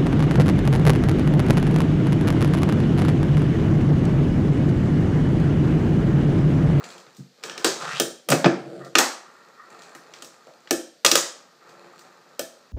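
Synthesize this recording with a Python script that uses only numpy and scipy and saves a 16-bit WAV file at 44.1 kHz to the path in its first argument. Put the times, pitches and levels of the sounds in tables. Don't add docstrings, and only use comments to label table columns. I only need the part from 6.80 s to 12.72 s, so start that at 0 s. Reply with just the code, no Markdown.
import sys
import numpy as np
from scipy import signal
from scipy.fft import rfft, irfft
from scipy.io import wavfile
from scipy.ndimage import uniform_filter1d

SR = 44100
rng = np.random.default_rng(int(sys.argv[2]) if len(sys.argv) > 2 else 0)


def generate_wav(sig):
    pcm = np.round(np.clip(np.atleast_2d(sig).T, -1, 1) * 32767).astype(np.int16)
    wavfile.write(sys.argv[1], SR, pcm)


N = 261072
TIME = np.arange(N) / SR

# (frequency [Hz], relative level [dB], t60 [s])
TABLE_MODES = [(135.6, 1.5, 0.2), (156.8, -7.5, 0.23), (185.5, -0.5, 0.27), (241.4, -4.5, 0.37),
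               (274.3, -0.5, 0.21), (336.1, -1, 0.3), (354.1, -3, 0.26), (428, -2.5, 0.19),
               (460, -3.5, 0.23), (522, -5, 0.34), (554, -10.5, 0.42), (647.3, -5, 0.35), (709, -9, 0.19),
               (769, -5, 0.17), (816, -7.5, 0.23), (1108, -16.5, 0.24), (1227, -0.5, 0.11),
               (1326, -14, 0.36), (1530, -11, 0.099), (1730, -15.5, 0.17), (1897, -12.5, .22),
               (2574, -12, 0.19)]
# (frequency [Hz], t60 [s])
ROOM_DECAY = [(150, 0.29), (500, 0.5), (1300, 0.42), (3000, 0.43), (6000, 0.41), (9000, 0.36),
              (14000, 0.26)]
# (frequency [Hz], gain [dB])
WALL_COLOUR = [(150, 2), (400, -2), (1300, 0), (2800, -6.5), (6000, 0.5), (12000, 0.5)]
# (delay [s], gain [linear])
FIRST_ECHOES = [(.0009, 0.04), (.0034, 0.27), (.0082, 0.23), (0.0191, .12), (0.023, 0.16)]

# (frequency [Hz], relative level [dB per Hz])
AIR_SPECTRUM = [(18, -64), (30, -33.5), (75, -27.5), (141, -6.5), (287, -5.5), (336, -13.5), (461, 0.5),
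                (988, -16.5), (1320, -10), (2900, -14), (4420, -8), (7470, -17.5), (9970, -28.5),
                (14800, -25.5), (16000, -51)]
AIR_DB = -61

# (start [s], length [s], rumble drive [dB],
# bearing hiss drive [dB], singing of the table [dB], slowing [dB/s])
ROLLS = [(0, 0.39, -41.5, -46, -47, 55), (0.68, 0.35, -41, -46.5, -80, 0),
         (2.209, 0.65, -51.5, -63.5, -51, 9.5), (2.934, 0.94, -46.5, -56, -53.5, 12.5),
         (4.401, 0.43, -55, -74.5, -64, 2.5), (4.878, 1.1, -49.5, -60, -56, 9)]
ROLL_ATTACK_S, ROLL_RELEASE_S = 0.069, 0.07
# (frequency [Hz], relative level [dB per Hz])
RUMBLE_SPECTRUM = [(60, -56.5), (130, -15.5), (240, -6.5), (290, -14), (340, -5), (580, -2.5), (830, -4),
                   (1050, 4), (1300, -5.5), (1600, 1.5), (1900, -7), (2400, -3), (3500, -18.5), (5000, -36)]
# (frequency [Hz], relative level [dB per Hz])
HISS_SPECTRUM = [(1500, -30), (2500, 4.5), (3000, -6.5), (4300, 6), (5500, -11.5), (7300, -0.5),
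                 (9600, -18), (13600, -24), (15500, -19)]
LOOSE_PER_S, LOOSE_DB = 17, -11
# (frequency [Hz], width [Hz], relative level [dB])
SINGING_MODES = [(1237, 130, 1.5), (1336, 33, 0), (1540, 41, -11.5), (1840, 91, -2.5)]

# (time [s], level [dB], brightness [dB per octave])
TICKS = [(0.0384, -35.5, -4.5), (0.101, -37, -0.5), (0.179, -40.5, -1), (0.204, -50, 3), (0.2646, -50, -10),
         (0.347, -50.5, 5), (0.366, -46, 8), (0.628, -42, -0.5), (0.9977, -36, 1), (2.0466, -41.5, 3),
         (2.9441, -49, 0), (3.0187, -40, -0.5), (3.336, -35.5, -3), (3.445, -37, 6), (3.8724, -41.5, -6.5),
         (4.787, -64, 0), (4.891, -47, 2), (5.1912, -43, 5)]
# (time [s], drive [dB], upper edge [Hz])
BUMPS = [(0.383, -32, 213), (1.118, -36, 165), (1.533, -13.5, 136)]

# (time [s], clack [dB], tabletop [dB], knock [dB], tick near 12 kHz [dB],
# room [dB], share of the deck's tail [0-1], frequency that the struck spot favours [Hz])
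LANDINGS = [(0.636, -22, -43, -30.5, -43.5, 0, 0.33, 426), (0.6962, -27.5, -48, -30, -60, 1, 1, 420),
            (0.7771, -24.5, -43, -30.5, -50, -1, 0.6, 410),
            (0.8441, -6, -22.5, -16.5, -25.5, -.5, 0.07, 394),
            (2.1522, -2.5, -23, -8.5, -31, -5.5, 0.22, 340), (2.1829, -6, -28, -18.5, -18.5, -3, 0, 280),
            (2.1866, -11, -24, -11, -26, -2, 0, 790), (3.1486, -40.5, -52.5, -41.5, -52, 0, 0.1, 307),
            (3.4211, -31, -47.5, -42, -44, -4.5, 0.17, 510), (3.668, -52, -49, -53, -72, 0.5, 0, 605),
            (4.2472, -4.5, -26, -13, -17, -3.5, 0, 530), (4.2612, -2, -35, -18, -24, -7, 0.36, 520),
            (4.314, -2.5, -25, -17.5, -22, -4, 0.3, 358), (4.3532, -4.5, -28, -15, -19, -3, 0, 558)]
# (time [s], clack [dB], thump near 140 Hz [dB],
# tabletop near 400 Hz [dB], knock near 1.5 kHz [dB], frequency that the struck spot favours [Hz])
POPS = [(1.198, -9, -29, -21, -18, 404), (3.908, -10.5, -39, -19, -18, 314),
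        (5.5927, -19.5, -46, -32, -28, 600)]
# (time [s], clack [dB], thump [dB],
# tabletop [dB], knock [dB], tick [dB], frequency that the struck spot favours [Hz])
RACK_HITS = [(1.4865, -23, -17, -31.5, -23, -29.5, 580), (1.501, -18.5, -22, -28, -23, -22.5, 580),
             (1.515, -12, -10.5, -20.5, -26, -35, 597), (1.5201, -18.5, -30, -24, -14, -35, 620),
             (1.5266, -20, -36, -24.5, -23.5, -35, 263), (1.6427, -15, -13, -17, -13.5, -66.5, 211),
             (1.6572, -20, -42, -15.5, -15.5, -48, 324)]
# (frequency [Hz], gain [dB])
CLACK_COLOUR = [(40, -4), (90, -11), (140, 19), (350, 18.5), (700, 20), (1000, 15), (1300, 11.5),
                (2100, 11.5), (2900, 6.5), (4300, 2), (7000, 4), (8600, 4.5), (9800, 2.5), (14500, 6.5)]
# (frequency [Hz], width [Hz], gain [dB])
DECK_PEAKS = [(387, 90, -1), (576, 57, 4), (1014, 350, -19), (1770, 140, 11), (2000, 250, -16),
              (3170, 67, 15), (4600, 3800, -3), (5780, 630, 4.5), (8900, 300, 7)]

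RUN_START_S, RUN_LENGTH_S, RUN_DB = 1.02, 0.2, -33
WHIRR_START_HZ, WHIRR_OCTAVES_PER_S, WHIRR_WIDTH_HZ = 1080, 9.3, 700
# (frequency [Hz], relative level [dB per Hz])
WHIRR_SPECTRUM = [(60, -38), (140, -11.5), (300, -26.5), (430, -11.5), (730, -12), (1290, -4),
                  (2100, -11.5), (2700, -6), (3800, -4), (5900, -7.5), (8500, -13), (10000, -25),
                  (15500, -33.5)]
# (start [s], length [s], level [dB])
SWELLS = [(1.083, .08, -38.5), (2.022, 0.036, -48), (2.802, 0.032, -53.5)]

SLIDE_START_S, SLIDE_LENGTH_S, SLIDE_DB, SLIDE_SLOWING_DB_PER_S = 1.52, 0.5, -38, 1.5
# (frequency [Hz], relative level [dB per Hz])
RAIL_SPECTRUM = [(53, -66.5), (90, -30), (136, -8), (295, -13), (334, 1), (377, -7.5), (669, -4.5),
                 (856, -23.5), (910, -34.5), (1400, -17.5), (2190, -31.5), (4680, -30.5), (5510, -52.5),
                 (7490, -33), (12000, -52.5), (15600, -83), (22000, -120)]


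def amp(db):
    return 10 ** (np.asarray(db) / 20)


def evened(x):
    return x / np.sqrt(np.mean(x ** 2) + 1e-20)


def read(points, hz):
    f, value = np.transpose(points)
    return np.interp(np.log(hz + 1), np.log(f + 1), value)


def add(mix, s, sound):
    part = mix[max(round(s * SR), 0):][:len(sound)]
    part += sound[:len(part)]


def colour(x, db_at, size=4096):
    hz = abs(np.fft.fftfreq(size, 1 / SR))
    log_gain = np.log(amp(db_at(hz)) + 1e-6)
    taps = np.fft.ifft(np.exp(np.conj(signal.hilbert(log_gain)))).real
    return signal.fftconvolve(x, taps)[:len(x)]


def waver(per_s):
    width = max(int(SR / per_s), 1)
    smooth = uniform_filter1d(rng.standard_normal(N), width)
    return evened(uniform_filter1d(smooth, width))


def grit(per_s, spread_db):
    size = amp(spread_db * np.minimum(rng.exponential(1, N), 4))
    strength = size * rng.standard_normal(N)
    return evened(strength * (rng.random(N) < per_s / SR))


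def stroke(start, length, slowing_db_per_s, attack_s, release_s):
    t = TIME - start
    before = np.maximum(-t, 0) / max(attack_s, 0.002)
    after = np.maximum(t - length, 0) / max(release_s, 0.002)
    return amp(-slowing_db_per_s * np.clip(t, 0, length)) * np.exp(-(before + after) ** 2)


def tabletop(db_at, rise_cycles):
    t = np.arange(SR * 2 // 3) / SR
    hz, db, t60 = np.transpose(TABLE_MODES)[:, :, None]
    sign = (-1) ** np.arange(len(hz))[:, None]
    modes = sign * amp(db + db_at(hz) - 60 * t / t60) * np.sin(2 * np.pi * hz * t)
    rise = 1 - np.exp(-t * hz / rise_cycles)
    return (modes * rise).sum(0)


def through_table(x, ring_db, width_hz):
    hz = np.fft.rfftfreq(N, 1 / SR)
    peaks = sum(amp(db) / (1 + 2j * (hz - f) / width_hz) for f, db, _ in TABLE_MODES)
    return irfft(rfft(x) * (1 + amp(ring_db) * peaks), N)


def room_tail(build_s=0.0098):
    hz, t, z = signal.stft(rng.standard_normal(SR * 2 // 3), SR, nperseg=256)
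    decay = amp(-60 * t / read(ROOM_DECAY, hz)[:, None])
    tail = signal.istft(z * decay, SR, nperseg=256)[1]
    tail *= 1 - np.exp(-(np.arange(len(tail)) / SR / build_s) ** 2)
    return colour(tail / np.linalg.norm(tail), lambda f: read(WALL_COLOUR, f))


def room(x, wet_db):
    return x + amp(wet_db) * signal.fftconvolve(x, room_tail())[:N]


def crack(t60, room_db, snap, hold_s):
    t = np.arange(SR // 8) / SR
    rattle = rng.standard_normal(len(t)) * amp(-60 * np.maximum(t - hold_s, 0) / max(t60, 0.004))
    rattle[0] += snap
    out = amp(room_db) * np.linalg.norm(rattle) * room_tail()
    for s, gain in [(0.0013, 0.96)] + FIRST_ECHOES:
        add(out, s, gain * rattle)
    return out


def air():
    return amp(AIR_DB) * evened(colour(rng.standard_normal(N), lambda hz: read(AIR_SPECTRUM, hz)))


def roll_gains():
    power = 0
    for start, length, *levels_db, slowing in ROLLS:
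        course = stroke(start, length, slowing, ROLL_ATTACK_S, ROLL_RELEASE_S)
        power = power + np.outer(amp(levels_db), course) ** 2
    return np.sqrt(power)


def rolling(rumble_gain, hiss_gain):
    grain = through_table(grit(5000, 3.4), ring_db=11.5, width_hz=44)
    rumble = evened(colour(grain, lambda hz: read(RUMBLE_SPECTRUM, hz)))
    hiss = evened(colour(grit(2500, 11.0), lambda hz: read(HISS_SPECTRUM, hz)))
    one_knock = crack(0.01, room_db=-13.5, snap=0.95, hold_s=0)
    knocks = signal.fftconvolve(grit(LOOSE_PER_S, 0.82), one_knock)[:N]
    loose = evened(colour(knocks, lambda hz: read(HISS_SPECTRUM, hz)))
    fizz = amp(-5.5) * hiss + amp(LOOSE_DB) * loose
    wheels = amp(-4.5) * rumble_gain * rumble + hiss_gain * fizz
    return wheels * amp(1.6 * waver(45) + 0.91 * waver(9))


def singing(gain):
    hz = np.fft.rfftfreq(N, 1 / SR)
    peaks = sum(amp(db) / (1 + 1j * (hz - f) / width) ** 2 for f, width, db in SINGING_MODES)
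    return evened(irfft(rfft(grit(2400, 2.9)) * peaks, N)) * gain


def ticks():
    out = np.zeros(N)
    # (frequency [Hz], gain [dB])
    shape = [(100, -20.5), (400, -14), (2200, 1.5), (4500, 4), (8000, -3.0), (10000, -18), (15000, -18.0)]
    for s, db, slope_db in TICKS:
        contact = crack(0.031, room_db=0, snap=3.0, hold_s=0.00055)
        click = colour(contact, lambda hz: read(shape, hz) + slope_db * np.log2((hz + 300) / 5000))
        add(out, s, amp(db) * click)
    return out


def bumps():
    out = np.zeros(N)
    for s, db, edge_hz in BUMPS:
        add(out, s, tabletop(lambda hz: db - 20 * np.log10(1 + (hz / edge_hz) ** 4), rise_cycles=0.3))
    return out


def deck(hz):
    return sum(db / (1 + (2 * (hz - f) / width) ** 2) for f, width, db in DECK_PEAKS)


def blow_ripple(depth_db):
    hz = np.geomspace(1500, 15000, num=40)
    gain_db = depth_db * rng.standard_normal(len(hz)) * (hz > hz[0])
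    return np.transpose([hz, gain_db])


def blow(clack_db, thump_db, table_db, knock_db, tick_db, spot_hz, t60, room_db, snap):
    snap = np.clip(snap, 0, 1)
    edge_db = clack_db + 0.54 * (tick_db - clack_db) + 3.5
    force = [(150, thump_db), (300, table_db), (720, table_db), (1200, knock_db), (2200, knock_db),
             (3600, clack_db), (5000, clack_db), (7800, edge_db), (10500, tick_db),
             (15000, tick_db - 4 * (1 - snap))]

    def drive_db(hz):
        spot = np.exp(-(np.log2((hz + 1) / spot_hz) / 0.3) ** 2)
        return read(force, hz) + snap * deck(hz) + 8.4 * spot

    contact = crack(t60, room_db, snap=2 + 7 * snap, hold_s=0.0018 * (1 - snap))
    ripple = blow_ripple(depth_db=1.8)
    out = amp(-1.0) * colour(contact, lambda hz: drive_db(hz) + read(CLACK_COLOUR, hz) + read(ripple, hz))
    add(out, 0, amp(-4.5) * tabletop(drive_db, rise_cycles=0.76))
    return out


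def landings():
    out = np.zeros(N)
    for s, clack_db, table_db, knock_db, tick_db, room_db, snap, spot_hz in LANDINGS:
        thump_db = table_db - 11.5
        add(out, s, blow(clack_db, thump_db, table_db, knock_db, tick_db, spot_hz,
                         t60=0.023, room_db=room_db, snap=snap))
    return out


def run_up():
    climb_s = np.clip(TIME - RUN_START_S, 0, RUN_LENGTH_S)
    whirr_hz = WHIRR_START_HZ * 2 ** (WHIRR_OCTAVES_PER_S * climb_s)
    grain = through_table(grit(6000, 4.5), ring_db=4.5, width_hz=69)
    drive = evened(colour(grain, lambda hz: read(WHIRR_SPECTRUM, hz)))
    turn = np.exp(2j * np.pi * np.cumsum(whirr_hz) / SR)
    r = np.exp(-np.pi * WHIRR_WIDTH_HZ / SR)
    whirr = 2 * (turn * signal.lfilter([1 - r], [1, -r], drive / turn)).real
    growth = stroke(RUN_START_S, RUN_LENGTH_S, slowing_db_per_s=-12, attack_s=0.02, release_s=0.0023)
    return amp(RUN_DB) * growth * (0.33 * drive + 1.48 * whirr)


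def swells():
    return sum(amp(db) * stroke(s, length, slowing_db_per_s=15, attack_s=0.022, release_s=0.03)
               for s, length, db in SWELLS)


def pops():
    out = np.zeros(N)
    for s, clack_db, thump_db, table_db, knock_db, spot_hz in POPS:
        tick_db = clack_db - 11.5
        add(out, s, blow(clack_db, thump_db, table_db, knock_db, tick_db, spot_hz,
                         t60=0.027, room_db=-6.0, snap=0.69))
    return out


def rack_hits():
    out = np.zeros(N)
    for s, *strike in RACK_HITS:
        add(out, s, blow(*strike, t60=0.036, room_db=-4, snap=0.2))
    return out


def slide():
    scrape = through_table(grit(2500, 2.5), ring_db=9.5, width_hz=9.3)
    drag = evened(colour(scrape, lambda hz: read(RAIL_SPECTRUM, hz)))
    movement = stroke(SLIDE_START_S, SLIDE_LENGTH_S, SLIDE_SLOWING_DB_PER_S, attack_s=0.033, release_s=0.11)
    return drag * amp(SLIDE_DB) * movement


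def scene():
    rumble_gain, hiss_gain, sing_gain = roll_gains()
    wheels = room(rolling(rumble_gain, hiss_gain) + run_up(), wet_db=-3.0)
    wheels = wheels + singing(sing_gain + swells())
    blows = landings() + pops() + rack_hits()
    return (air() + wheels + ticks() + bumps() + blows + slide())[None]


def record(dry):
    thin = signal.sosfilt(signal.butter(10, 116, "highpass", fs=SR, output="sos"), dry)
    thin = thin + amp(-38.0) * dry
    limited = thin / (1 + thin ** 6) ** (1 / 6)
    lowpass = signal.firwin(511, 15600, window=("kaiser", 9), fs=SR)
    return signal.oaconvolve(limited, lowpass[None], "same")


dry = scene()
out = record(dry)
generate_wav(out)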